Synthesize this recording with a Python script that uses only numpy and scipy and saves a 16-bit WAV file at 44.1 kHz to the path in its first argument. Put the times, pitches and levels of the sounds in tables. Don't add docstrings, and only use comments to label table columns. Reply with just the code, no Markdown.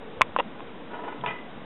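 import sys
import numpy as np
from scipy import signal
from scipy.io import wavfile
from scipy.ndimage import uniform_filter1d

SR = 44100
rng = np.random.default_rng(int(sys.argv[2]) if len(sys.argv) > 2 else 0)


def undo_db(level):
    steps = np.asarray(level, float) / 20
    return 10 ** steps


def unload_audio(sound):
    columns = np.transpose(np.atleast_2d(sound))
    steps = np.round(np.clip(columns, -1, 1) * 32767)
    wavfile.write(sys.argv[1], SR, steps.astype(np.int16))


N = 72765
RISE_S = 0.0003
PATCHY_DB = 1.5

# pitch_hz, level_db, t60_s
EDGE = [(2484, 1.5, 0.0061), (2510, -8.5, 0.0067), (3480, -15, 0.019), (1430, -14.5, 0.015)]


def unit(x):
    return x / np.sqrt(np.mean(x ** 2) + 1e-20)


def ring(modes, rise_s):
    t = np.arange(SR // 2) / SR
    decaying = sum(undo_db(db - 60 * t / t60) * np.sin(2 * np.pi * hz * t) for hz, db, t60 in modes)
    return decaying * (1 - np.exp(-t / rise_s))


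def strikes(times, sizes):
    places = np.round(np.asarray(times) * SR).astype(int)
    return np.bincount(places, sizes, N)[:N]


def sound(force, body):
    return signal.fftconvolve(force, body)[:N]


def dull(x, hz):
    return signal.lfilter(*signal.butter(2, hz, fs=SR), x)


def grains(rate, spread_db):
    where, size, sign = rng.random((3, N))
    heights = undo_db(-abs(spread_db) * np.log(size + 1e-9))
    return unit((where < rate / SR) * heights * np.sign(sign - .5))


def noise(spectrum, patchy_db):
    hz, _, z = signal.stft(rng.standard_normal(N), SR, nperseg=1024)
    field = uniform_filter1d(rng.standard_normal(z.shape), size=4, axis=0)
    field = uniform_filter1d(field, size=5, axis=1)
    f, db = np.transpose(spectrum)
    colour = np.interp(np.log(hz + 1), np.log(f), db)[:, None]
    coloured = z * undo_db(colour + patchy_db * unit(field))
    return unit(signal.istft(coloured, nperseg=1024)[1][:N])


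def shared_blows(blows, bodies):
    s, swing, *parts = np.transpose(blows)
    return sum(sound(strikes(s, np.sign(swing) * undo_db(db)), body) for db, body in zip(parts, bodies))


def hand_knocks():
    # start_s, first_swing (+/-), shell_db, edge_db, base_db
    blows = [
        (.2101, 1, -20, -20, -30),
        (.21065, -1, -5, -24, -11),
        (.3633, -1, -5, -22, -24),
        (.596, 1, -36, -45, -33),
        (.6052, -1, -26, -36, -42),
    ]
    # pitch_hz, level_db, t60_s
    shell = [(1103, 5.5, 0.0041), (1039, -8, 0.02)]
    base = [(663, -8.5, 0.03), (896, 6.5, 0.005)]
    return shared_blows(blows, (ring(shell, 0.00058), ring(EDGE, RISE_S), ring(base, RISE_S)))


def loudest_crack():
    start_s, lag_s, rise_s, size = .21731, .0001, .00012, undo_db(0.86)
    # pitch_hz, level_db, t60_s
    plate = [(2230, 4, .003), (2230, -16.5, .016),
             (2500, -23, .018), (3370, -20, .015)]
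    recoil = [(1070, -7, .021)]
    crack = sound(strikes([start_s], [size]), ring(plate, rise_s))
    return crack - sound(strikes([start_s + lag_s], [size]), ring(recoil, rise_s))


def axle_shudder():
    # start_s, first_swing (+/-), panel_db, rim_db, belly_db
    blows = [
        (.378, 1, -45.5, -32, -53),
        (.3879, 1, -34, -14.5, -11),
        (.3918, 1, -20.5, -21, -28),
        (.3941, 1, -26, -24, -23.5),
        (.3983, 1, -13.5, -14, -18),
        (.4012, 1, -19, -25, -18.5),
        (.4022, 1, -21.5, -16.5, -16),
        (.4044, 1, -12.5, -43, -38.5),
    ]
    # pitch_hz, level_db, t60_s
    panel = [(933, 1, 0.014), (1086, -11.5, 0.026)]
    rim = [(2740, -0.5, 0.0099), (1921, -8.5, 0.023), (3150, -5.5, 0.0052)]
    belly = [(548, -5.5, 0.044), (826, -5, 0.018)]
    return shared_blows(blows, (ring(panel, RISE_S), ring(rim, RISE_S), ring(belly, RISE_S)))


def free_tin(force):
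    # pitch_hz, level_db, t60_s
    tin = [(449.3, -7, 0.11), (701, -5, .09), (860, -10, .08), (969, 0, .14), (970, -3, 0.045),
           (1286, -1, 0.1), (1453, -3.5, 0.071), (1752, -7, .07), (2033, -17, 0.44), (2421, -6.5, .09),
           (2592, -9.5, 0.072), (2966, -10.5, 0.13), (3202, -11, 0.12)]
    clack = [(932, 0, .014), (733, -6, .015), (1405, -4, 0.0037), (1850, -6.5, 0.019), (2450, -8, 0.006),
             (3160, -10.5, 0.0051)]
    return sound(force, ring(tin, RISE_S) + undo_db(6.5) * ring(clack, RISE_S))


def sliding_and_winding():
    t = np.arange(N) / SR
    # time_s, level_db
    slide = [(.84, -70.5), (.9, -53), (.95, -46), (1.0, -48.5), (1.08, -45), (1.16, -46.5), (1.22, -52),
             (1.3, -51), (1.42, -63)]
    # start_s, level_db
    key = [(.911, -35), (0.934, -24), (0.949, -29), (0.989, -31), (1.037, -25.5), (1.044, -30.5),
           (1.078, -25.5), (1.084, -31.5), (1.123, -28.5), (1.2381, -21.5), (1.245, -31)]
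    # pitch_hz, density_db (per Hz)
    drag = [(120, -48), (200, -7.5), (420, -1), (700, -14), (1500, -30.5)]
    pressure = undo_db(np.interp(t, *np.transpose(slide), left=-120, right=-120))
    s, db = np.transpose(key)
    tugs = sound(strikes(s, undo_db(db)), undo_db(-60 * t[:SR // 5] / .05))
    friction = undo_db(-28) * pressure + undo_db(-35.5) * tugs
    force = friction * grains(2600, spread_db=2.5) + strikes(s, undo_db(db - 12.5))
    return free_tin(dull(force, 1850)) + undo_db(2) * pressure * noise(drag, PATCHY_DB)


def key_tick():
    return sound(strikes([1.2122], [undo_db(-30)]), ring([(3205, 0, 0.0079)], RISE_S))


def jolt_and_rattle():
    t = np.arange(N) / SR
    jolt_s, jolt_db = 1.2616, -15
    hold_s, rattle_t60_s = 0.0096, 0.35
    spring_lag_s, spring_t60_s = 0.018, 0.42
    # start_s, level_db
    bounces = [
        (1.2628, -21),
        (1.2658, -28.5),
        (1.2754, -18.5),
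        (1.28, -23),
        (1.286, -23.5),
        (1.297, -31),
        (1.303, -31),
        (1.308, -24),
    ]
    # pitch_hz, level_db, t60_s
    jingle = [(1608, -0.5, .015), (2090, 1, 0.017), (2450, -0.5, .025), (2783, -3.5, .02), (3274, -9, .015)]
    spring = [(1997, 0, .22), (2035, -7, .1), (1955, -8, .1)]
    after = np.maximum(t - jolt_s - hold_s, 0)
    shake = (t > jolt_s) * undo_db(-61 - 60 * after / rattle_t60_s) * grains(2100, spread_db=2.5)
    s, db = np.transpose(bounces)
    shake = shake + strikes(s, undo_db(db - 17)) + strikes([jolt_s], [undo_db(jolt_db - 20)])
    tin = free_tin(dull(shake, 3775))
    tabs = undo_db(8) * sound(shake, ring(jingle, RISE_S))
    snap = sound(strikes([jolt_s], [-undo_db(jolt_db)]), ring(EDGE, RISE_S))
    late = t - jolt_s - spring_lag_s
    buzz = (late > 0) * undo_db(-63 - 60 * np.abs(late) / spring_t60_s) * grains(600, spread_db=1.5)
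    return tin + tabs + snap + sound(buzz, ring(spring, RISE_S))


def hand_thumps():
    # start_s, level_db
    pushes = [
        (0.17, -36),
        (.216, -32.5),
        (0.292, -38),
    ]
    # pitch_hz, level_db, t60_s
    low_modes = [(91.3, -1.5, 0.11), (140.3, 1.5, .05), (197.2, -4, 0.063)]
    s, db = np.transpose(pushes)
    return sound(strikes(s, undo_db(db)), ring(low_modes, 0.004))


def tile_boom():
    # pitch_hz, level_db, t60_s
    tile = [(134.8, -36, 0.53)]
    return sound(strikes([1.18], [1.]), ring(tile, 0.025))


def echo(x):
    t = np.arange(SR // 5) / SR
    tail = rng.standard_normal(len(t)) * undo_db(-60 * t / 0.042) * (t > .003)
    return undo_db(-19.5) * sound(x, tail / np.linalg.norm(tail))


def room_air():
    t = np.arange(N) / SR
    # pitch_hz, density_db (per Hz)
    colour = [(20, -21), (60, -23.5), (110, -15), (210, -1), (320, -6), (800, -11), (1500, -17),
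              (3800, -32)]
    # time_s, level_db
    swell = [(0, -1.5), (.2, -0.5), (.3, -0.5), (.55, 0), (.8, 0), (1.45, 0.5), (1.65, 1)]
    return undo_db(-43 + np.interp(t, *np.transpose(swell))) * noise(colour, PATCHY_DB)


def far_machinery():
    t = np.arange(N) / SR
    # pitch_hz, density_db (per Hz)
    colour = [(300, -41.5), (400, -6), (480, 0.5), (550, -7), (700, -38.5)]
    # time_s, level_db
    swell = [(0, -49.5), (.2, -44.5), (.3, -56.5), (.55, -56), (.65, -47), (.85, -53.5), (1.2, -52),
             (1.45, -58), (1.65, -52)]
    return undo_db(np.interp(t, *np.transpose(swell))) * noise(colour, patchy_db=3)


def scene():
    held = hand_knocks() + loudest_crack() + axle_shudder()
    on_floor = sliding_and_winding() + key_tick() + jolt_and_rattle()
    toy = signal.lfilter(*signal.butter(1, 120, "high", fs=SR), held + on_floor)
    return (toy + echo(toy) + hand_thumps() + tile_boom() + room_air() + far_machinery())[None]


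def band_limit(x):
    return signal.sosfilt(signal.butter(12, 16100, fs=SR, output="sos"), x)


def record(dry):
    rate_hz, step, offset = 8000, 1 / 128, -.0062
    lag = 3
    up, down = SR // 100, rate_hz // 100
    held = signal.resample_poly(np.roll(dry[0], -lag), down, up) + offset
    coarse = np.clip(np.round(held / step), -128, 127) * step
    smooth = signal.firwin(64 * up + 1, 3870, window=("kaiser", 9), fs=rate_hz * up)
    full = signal.resample_poly(coarse, up, down, window=smooth, padtype="mean")
    full = np.pad(full, (lag, 0), "reflect")[:N]
    return band_limit(np.clip(full[None], -1, 1))


dry = scene()
out = record(dry)
unload_audio(out)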